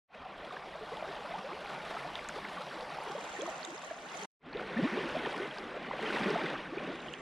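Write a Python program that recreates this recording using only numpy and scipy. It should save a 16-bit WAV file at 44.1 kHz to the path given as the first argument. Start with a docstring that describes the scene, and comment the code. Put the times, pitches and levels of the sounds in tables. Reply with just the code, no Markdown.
"""A small forest creek in stereo: a shallow riffle, a brief near-silence, then a deeper pool behind a log.
The rush is a swarm of tiny bubble rings over hiss, coloured in time and frequency; larger air pockets
gulp, mostly with rising pitch, and droplets tick or ping. Side water, a separate swarm, widens the image
late in each view. Faint lumpy low noise is the air on the microphone."""
import sys
import numpy as np
from scipy import signal
from scipy.fft import rfft, irfft, next_fast_len
from scipy.io import wavfile
from scipy.ndimage import uniform_filter1d

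SR = 44100
rng = np.random.default_rng(int(sys.argv[2]) if len(sys.argv) > 2 else 0)


def persist_wave(psi):
    """Save psi, clipped to +-1, as 16-bit WAV."""
    counts = np.round(np.clip(psi, -1, 1) * 32767).astype(np.int16)
    wavfile.write(sys.argv[1], SR, np.atleast_2d(counts).T)


N = 318137
SECOND_VIEW_S = 4.32  # the flow colour changes here from riffle to pool


def gain_of(db):
    """Amplitude factor of a level in dB."""
    return 10 ** (np.asarray(db) / 20)


def evened(x):
    """Scales a signal to rms 1."""
    return x / np.sqrt(np.mean(x ** 2) + 1e-20)


def read(points, hz):
    """Interpolates a spectrum table on a log-frequency axis."""
    table_hz, value = np.transpose(points)
    return np.interp(np.log(hz + 1), np.log(table_hz + 1), value)


def follow(rows, t):
    """Interpolates every column of a time curve at the times t."""
    time_s, *columns = np.transpose(rows)
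    return np.array([np.interp(t, time_s, column) for column in columns])


def unit(db):
    """Shifts a spectrum so that its powers sum to 1."""
    return db - 10 * np.log10(np.sum(gain_of(db) ** 2))


def chance(smooth_s):
    """A slow random wander of rms 1: noise averaged twice."""
    size = max(round(smooth_s * SR), 1)
    smooth = uniform_filter1d(rng.standard_normal(N), size)
    return evened(uniform_filter1d(smooth, size))


def spurts(decay_s):
    """Splashes of uneven size that start at once and die away exponentially; rms 1."""
    per_s = 60
    kicks = rng.exponential(1, N) * (rng.random(N) < per_s / SR)
    out = signal.lfilter([1], [1, -np.exp(-1 / (decay_s * SR))], kicks)
    return evened(out - out.mean())


def patches(t, hz):
    """Random patches a few hundred Hz wide and some 40 ms long; rms 1."""
    noise = rng.standard_normal((len(t), len(hz))).T
    tall = uniform_filter1d(noise, size=12, axis=0)
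    return evened(uniform_filter1d(tall, size=7, axis=1))


def bubble(length_s, hz, rise, attack):
    """Trapped air rings a few cycles, swelling faster than it dies; the pitch glides by the factor rise."""
    u = np.linspace(0, 1, max(round(length_s * SR), 4))
    warped = u ** np.clip(attack, .3, .8)  # smaller attack = sharper start
    swell = np.minimum(1.62 * np.sin(np.pi * warped) ** 2, 1)
    return swell * np.sin(2 * np.pi * np.cumsum(hz * rise ** u) / SR)


def placed(rows):
    """Lays out bubbles (time s, length s, start Hz, rise, attack, level dB) in time."""
    out = np.zeros(N)
    for time_s, length_s, hz, rise, attack, db in rows:
        sound = gain_of(db) * bubble(length_s, hz, rise, attack)
        out[round(time_s * SR):][:len(sound)] += sound
    return out


def swarm(per_s_at_1khz, spread_db_at_1khz, clump, hiss_db, count=56):
    """Bubble rings of many sizes in clumps, about equally strong at all pitches, over white hiss."""
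    size = next_fast_len(N + SR // 4)
    splashes, lapping = spurts(decay_s=.004), chance(smooth_s=.05)
    total = np.zeros(size // 2 + 1, complex)
    for hz in np.geomspace(140, 15000, count):
        cycles, rise = rng.uniform(11.0, 24.5), rng.uniform(1.0, 1.4)
        # the smallest come in the strongest bursts
        busy = np.exp(clump * (hz / 4000) ** .6 * splashes + .2 * lapping)
        # small bubbles are more numerous
        per_s = per_s_at_1khz * (hz / 1000) ** .8
        # four times too many candidates, thinned to follow busy
        at = rng.integers(0, N, 4 * round(per_s * N / SR))
        keep = rng.random(len(at)) < busy[at] / busy.mean() / 4
        big = np.minimum(rng.exponential(1, len(at)), 3.2)
        spread_db = spread_db_at_1khz * (hz / 1000) ** -.22
        train = np.bincount(at, keep * gain_of(spread_db * big), N)
        grain = bubble(cycles / hz, hz / np.sqrt(rise), rise, attack=0.42)
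        train_spectrum = rfft(train - train.mean(), size) / train.std()
        grain_spectrum = rfft(grain / np.linalg.norm(grain), size)
        # sqrt(hz) makes up for the log spacing of the pitches
        total += train_spectrum * grain_spectrum * np.sqrt(hz)
    return evened(irfft(total, size)[:N]) + gain_of(hiss_db) * rng.standard_normal(N)


def coloured(x, field_db):
    """Flattens a sound's spectrum and gives it the level field_db(frames, hz), dB of power per bin."""
    frame, hop = 1024, 256
    hz, t, z = signal.stft(evened(x), SR, nperseg=frame, noverlap=frame - hop)
    power = abs(z) ** 2
    smooth_power = uniform_filter1d(np.mean(power, 1), 9)
    z = z / np.sqrt(smooth_power)[:, None] * np.sqrt(np.mean(power))
    z = z * gain_of(field_db(t, hz)) * np.sqrt(len(hz))
    return signal.istft(z, SR, nperseg=frame, noverlap=frame - hop)[1][:N]


def flow(t):
    """Rush and spray levels in dB through both views."""
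    # flow in each view: (time [s], rush level [dB], high spray level [dB])
    view_levels = [
        [(.2, -50, -81), (.45, -47.5, -72.5), (.75, -48.5, -68.5), (1.1, -44.5, -65), (1.5, -45.5, -67),
         (2.0, -44.5, -62.5), (2.8, -45.5, -63), (3.4, -45.5, -65.5), (3.85, -49, -67.5), (4.05, -50, -68),
         (4.22, -46, -60.5)],
        [(4.47, -49.5, -87), (4.58, -43.5, -73.5), (4.7, -44.5, -70.5), (4.85, -39, -65), (5.3, -41.5, -64.5),
         (5.6, -46, -69.5), (5.82, -44, -75), (6.0, -41.5, -66.5), (6.15, -37, -59.5), (6.4, -37.5, -64),
         (6.7, -45.5, -73), (6.9, -42.5, -71.5), (7.2, -49, -74.5)],
    ]
    return follow(np.concatenate(view_levels), t)


def stream_field(t, hz):
    """Each view's water colour, churning in patches, lifted by the rush below and the spray above."""
    # bands that set the levels, rush then spray: (low edge [Hz], high edge [Hz])
    flow_bands = [(400, 1400), (5000, 15000)]
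    # relative colour of the water in each view: (frequency [Hz], level per Hz [dB])
    riffle_colour = [(100, -20.5), (140, -6.5), (290, -11.5), (664, -1.5), (1220, -6), (1800, -10.5),
                     (3500, -17), (5500, -28), (6500, -35.5), (10600, -41), (13000, -54), (15500, -59.5)]
    pool_colour = [(100, -13.5), (170, -8.5), (406, -4.5), (825, -8), (1920, -7.5), (3600, -14.5),
                   (4500, -21), (5600, -24.5), (7070, -31.5), (10600, -33), (11600, -45), (13800, -43),
                   (15500, -62)]
    # how far each pitch follows spray rather than rush: (frequency [Hz], share [0 = rush, 1 = spray])
    riffle_share = [(240, 0.29), (750, 0), (2600, 0.21), (8700, 0.9), (14000, 0.9)]
    pool_share = [(240, -0.046), (750, 0.13), (2600, 0.38), (8700, 0.99), (14000, 1.46)]
    patchy_db = 1.2  # rms
    first = t < SECOND_VIEW_S
    colour = np.where(first, read(riffle_colour, hz)[:, None], read(pool_colour, hz)[:, None])
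    share = np.where(first, read(riffle_share, hz)[:, None], read(pool_share, hz)[:, None])
    band_power = [np.sum(gain_of(colour[(hz >= low) & (hz < high)]) ** 2, 0) for low, high in flow_bands]
    rush, spray = flow(t) - 10 * np.log10(band_power)
    return patchy_db * patches(t, hz) + colour + rush + share * (spray - rush)


def stream():
    """The rush of the creek: a dense bubble swarm with the colour and level of the flow."""
    return coloured(swarm(per_s_at_1khz=60, spread_db_at_1khz=3.7, clump=.28, hiss_db=-1.5), stream_field)


def gulps():
    """Air pockets that stand out of the rush; those with more rise swell more slowly; strength wobbles."""
    # air pockets: (time [s], length [ms], start pitch [Hz], pitch rise [factor], level [dB])
    pockets = [(0.225, 9.8, 1090, 1.4, -44), (0.44, 16, 540, 1.4, -48), (0.476, 16, 546, 1.1, -42.5),
               (0.508, 9.1, 1185, 0.96, -38), (0.5653, 10, 1520, 1.3, -37.5), (0.752, 20, 640, 1.03, -42),
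               (0.8093, 46, 438, 1.01, -40), (0.9159, 36, 382, 1.83, -37.5), (1.0246, 7, 695, 0.83, -31),
               (1.038, 23, 580, 1.3, -37.5), (1.044, 20, 1150, 1.3, -43), (1.0676, 51, 390, 1, -45),
               (1.214, 26, 780, 1.1, -46), (1.245, 24, 640, 0.8, -42), (1.306, 26, 620, 1.3, -37.5),
               (1.336, 39, 738, 1.48, -35.5), (1.38, 30, 1153, 1.07, -43), (1.4379, 62, 494, 1.4, -40.5),
               (1.516, 35, 298, 1.6, -41), (1.609, 18, 570, 0.97, -41.5), (1.907, 16, 650, 1.02, -40),
               (1.949, 15, 670, 1.17, -37), (1.965, 22, 1264, 1.07, -36), (1.969, 7.2, 860, 1.2, -33),
               (2.045, 27, 668, 1.2, -36.5), (2.293, 5, 1442, 1.06, -32), (2.3608, 16.5, 368, 1.5, -38),
               (2.3796, 15, 462, 3, -37.5), (2.4488, 6.5, 1800, 1.4, -36), (2.5703, 6.5, 1520, 0.85, -37),
               (2.578, 13, 1070, 1.16, -39.5), (2.61, 15, 1340, 0.93, -43), (2.672, 22, 553, 1.1, -45),
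               (2.985, 7.2, 840, 1.14, -31.5), (3.063, 33, 400, 1.2, -43.5), (3.072, 13, 920, 1.1, -39.5),
               (3.098, 18, 400, 1, -37.5), (3.1486, 25, 514, 1.4, -35.5), (3.176, 26, 460, 0.95, -41.5),
               (3.185, 15, 915, 1, -41), (3.385, 33, 323, 1.9, -37), (3.41, 100, 303, 1.29, -44),
               (3.418, 30, 470, 1.6, -33.5), (3.458, 10.3, 950, 1.4, -38), (3.477, 36, 690, 0.84, -34.5),
               (3.676, 49, 344, .97, -44), (3.715, 60, 254, 2.4, -45.5), (3.909, 17, 648, 1.02, -33.5),
               (4.2211, 24, 430, 1, -43.5), (4.5459, 26.5, 333, 1.78, -32), (4.595, 6, 1210, 1.44, -34.5),
               (4.758, 62, 206, 1.35, -29), (4.7697, 11.85, 1780, 1.03, -33), (4.7873, 26, 543, 0.98, -35),
               (4.789, 35, 240, 1.92, -31), (4.814, 70, 146, 2.97, -25), (4.836, 18, 613, 1.1, -34),
               (4.913, 65, 180, 1.94, -35.5), (4.971, 16, 390, 1.1, -26), (4.985, 15, 390, 1.1, -32.5),
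               (5.005, 16, 440, 1.26, -37), (5.146, 36, 563, 1.4, -32), (5.25, 12, 1840, 0.95, -34),
               (5.256, 22, 705, 2.3, -34), (5.2664, 14, 345, 1.8, -30), (5.341, 14, 1030, 1.1, -39),
               (5.398, 21, 338, 1.34, -34), (5.4151, 64, 376, 1.21, -37.5), (5.7651, 17, 400, 1.74, -36),
               (5.911, 6, 950, 1.18, -29), (5.935, 11, 545, 1.07, -34), (5.9906, 8.7, 547, 2.3, -30.5),
               (6.03, 22, 398, 1.27, -34.5), (6.1, 20, 360, 0.95, -33), (6.104, 9.9, 1560, 0.89, -32),
               (6.16, 11, 1890, 1, -32), (6.169, 16, 930, 1.07, -32.5), (6.214, 26, 225, 1.05, -33),
               (6.2535, 47, 200.7, 0.96, -30.5), (6.256, 22, 370, 0.9, -27.5), (6.278, 24, 398, 1.06, -29),
               (6.3018, 22, 418, 0.99, -27.5), (6.3573, 13.6, 710, 0.9, -23), (6.351, 12, 1290, 1.1, -35),
               (6.382, 16, 854, 1.08, -31.5), (6.435, 18, 377, 1.25, -31), (6.46, 15, 1980, 1.1, -38),
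               (6.53, 13, 465, 1.26, -35), (6.7177, 41, 254, 2.2, -38), (6.7692, 12.8, 302, 1.72, -31),
               (6.898, 15, 355, 1.1, -37)]
    ring_attack, gulp_attack, gulp_rise = 0.38, 0.66, 1.5  # steady ring; climbing gulp; factor of full gulp
    ragged_db = 0.9  # rms
    wobble = gain_of(ragged_db * chance(smooth_s=.006))
    rows = []
    for time_s, length_ms, hz, rise, db in pockets:
        attack = np.interp(rise, [1, gulp_rise], [ring_attack, gulp_attack])
        rows.append((time_s, length_ms / 1000, hz, rise, attack, db))
    return wobble * placed(rows)


def droplets():
    """Droplets that tick or ping: short rings of a few cycles with a slight rise in pitch."""
    # droplets: (time [s], start pitch [Hz], length [cycles], level [dB])
    drops = [(0.5237, 3500, 10, -44), (0.9702, 3300, 6.5, -39.5), (1.659, 2220, 6, -37),
             (2.155, 3400, 6.1, -28), (2.192, 2135, 8.8, -34), (2.288, 7050, 8.7, -32.5),
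             (2.8089, 4150, 7, -39), (3.0375, 9600, 9, -46), (3.1188, 5200, 8.8, -43),
             (3.362, 7000, 12, -46), (3.363, 1800, 24, -41), (3.3966, 9000, 12, -47), (3.41, 3290, 16, -37),
             (3.419, 6400, 10, -36), (3.501, 7000, 6.5, -41), (3.63, 4300, 16, -39.5),
             (3.648, 3650, 12, -34.5), (3.651, 6900, 9.2, -32.5), (3.7056, 6700, 5, -42),
             (3.78, 5100, 14, -45), (3.9, 1680, 21, -43.5), (4.1725, 6750, 15, -41), (4.235, 6700, 12, -39),
             (4.5303, 4220, 18, -44.5), (4.571, 3570, 8, -38.5), (5.2599, 3070, 6.5, -31),
             (5.3299, 8500, 9, -48), (5.51, 3180, 17, -40.5), (5.5846, 4700, 8.5, -37.5),
             (6.061, 3090, 30, -36.5), (6.147, 4330, 9, -48), (6.185, 2620, 7.7, -34),
             (6.234, 3600, 12, -36), (6.305, 4800, 5, -34), (6.459, 3400, 16, -40.5),
             (6.7817, 2430, 18, -38.5), (7.004, 3730, 10, -43), (7.084, 3020, 12, -38.5),
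             (7.135, 7000, 7.3, -43.5), (7.1385, 2900, 6.7, -31)]
    rise, attack = 1.035, 0.49
    return placed([(time_s, cycles / hz, hz, rise, attack, db) for time_s, hz, cycles, db in drops])


def opened(t):
    """How far the stereo image has opened, 0-1, once in each view."""
    riffle_opens_s, pool_opens_s, opening_s = 2.925, 6.82, 0.42
    start_s = np.where(t < SECOND_VIEW_S, riffle_opens_s, pool_opens_s)
    return np.clip((t - start_s) / opening_s, 0, 1)


def side_field(t, hz):
    """Side water that opens late in each view plus a faint treble, present throughout; both follow the spray."""
    # relative colour of the side water: (frequency [Hz], level per Hz [dB])
    wide_colour = [(82, -55), (140, -22), (406, -20), (638, -6), (1780, -1.5), (2800, -7), (3150, -11.5),
                   (5000, -20), (5700, -12.5), (6790, -10), (8200, -18), (15500, -48)]
    # relative colour of the faint treble: (frequency [Hz], level per Hz [dB])
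    treble_colour = [(4000, -31), (10500, -19), (12000, -11.5), (15700, -24)]
    wide_db, treble_db = 15, -22  # relative to the spray
    wide = gain_of(unit(read(wide_colour, hz))[:, None] + wide_db) * opened(t)
    treble = gain_of(unit(read(treble_colour, hz))[:, None] + treble_db)
    return 10 * np.log10(wide ** 2 + treble ** 2) + flow(t)[1]


def side_water():
    """Water that differs between the channels: a second, sparser and more clumped bubble swarm."""
    return coloured(swarm(per_s_at_1khz=42, spread_db_at_1khz=5.0, clump=0.37, hiss_db=-7.5), side_field)


def right_only(aside):
    """The part of the side water to take from the mid so that it lands on the right alone."""
    # lean of the side water to the right: (frequency [Hz], share [0-1])
    right_lean = [(2500, 0), (5000, 0.6), (6800, 0.68), (14000, 0.45)]
    return irfft(rfft(aside) * read(right_lean, np.fft.rfftfreq(N, 1 / SR)), N)


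def rumble():
    """Lumpy low noise of air on the microphone as mid and a much weaker, independent side."""
    # relative colour of the rumble: (frequency [Hz], level [dB])
    rumble_colour = [(12, -20), (20, 0), (45, 0), (85, -2), (115, -10), (170, -30), (260, -120)]
    # strength of the moving air: (time [s], level [dB])
    gusts = [(0, -66), (1.7, -68), (2.2, -63), (3.2, -74), (4.3, -76), (4.5, -62), (5.5, -64), (7.2, -65)]
    lumps = rng.standard_normal((2, N)) * gain_of(4 * chance(smooth_s=0.042))
    shaped = irfft(rfft(lumps) * gain_of(read(rumble_colour, np.fft.rfftfreq(N, 1 / SR))), N)
    mid_side_db = [[0], [-25]]
    return evened(shaped) * gain_of(follow(gusts, np.arange(N) / SR) + mid_side_db)


def scene():
    """Mixes the water as mid and side, high-passes it, adds the rumble and forms left and right."""
    water_low_hz = 132.6
    drop_right = 0.45  # lean of the droplets to the right once the image is open, 0-1
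    rush = stream()
    aside = side_water()
    leaning = right_only(aside)
    drops = droplets()
    aside = aside - drop_right * opened(np.arange(N) / SR) * drops
    water = np.array([rush + gulps() + drops - leaning, aside])
    high_pass = signal.butter(10, water_low_hz, "high", fs=SR, output="sos")
    mid, side = signal.sosfilt(high_pass, water) + rumble()
    return np.array([mid + side, mid - side])


def record(dry):
    """Fades each view in, cuts it off to a faint floor, then low-passes everything."""
    # the two views: (start [s], fade-in [s], end [s])
    views = [(0.072, 0.076, 4.2535), (4.391, 0.072, 7.3)]
    fade_power, cut_db_per_s, floor_db, edge_hz = 2.25, -5000, -60, 15700
    t = np.arange(N) / SR
    fader = gain_of(floor_db)
    for start_s, fade_s, end_s in views:
        fade_in = np.clip((t - start_s) / fade_s, 0, 1) ** fade_power
        cut = gain_of(cut_db_per_s * np.maximum(t - end_s, 0))
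        fader = fader + fade_in * cut
    low_pass = signal.firwin(511, edge_hz, window=("kaiser", 9), fs=SR)
    return signal.oaconvolve(dry * fader, low_pass[None], "same")


dry = scene()
out = record(dry)
persist_wave(out)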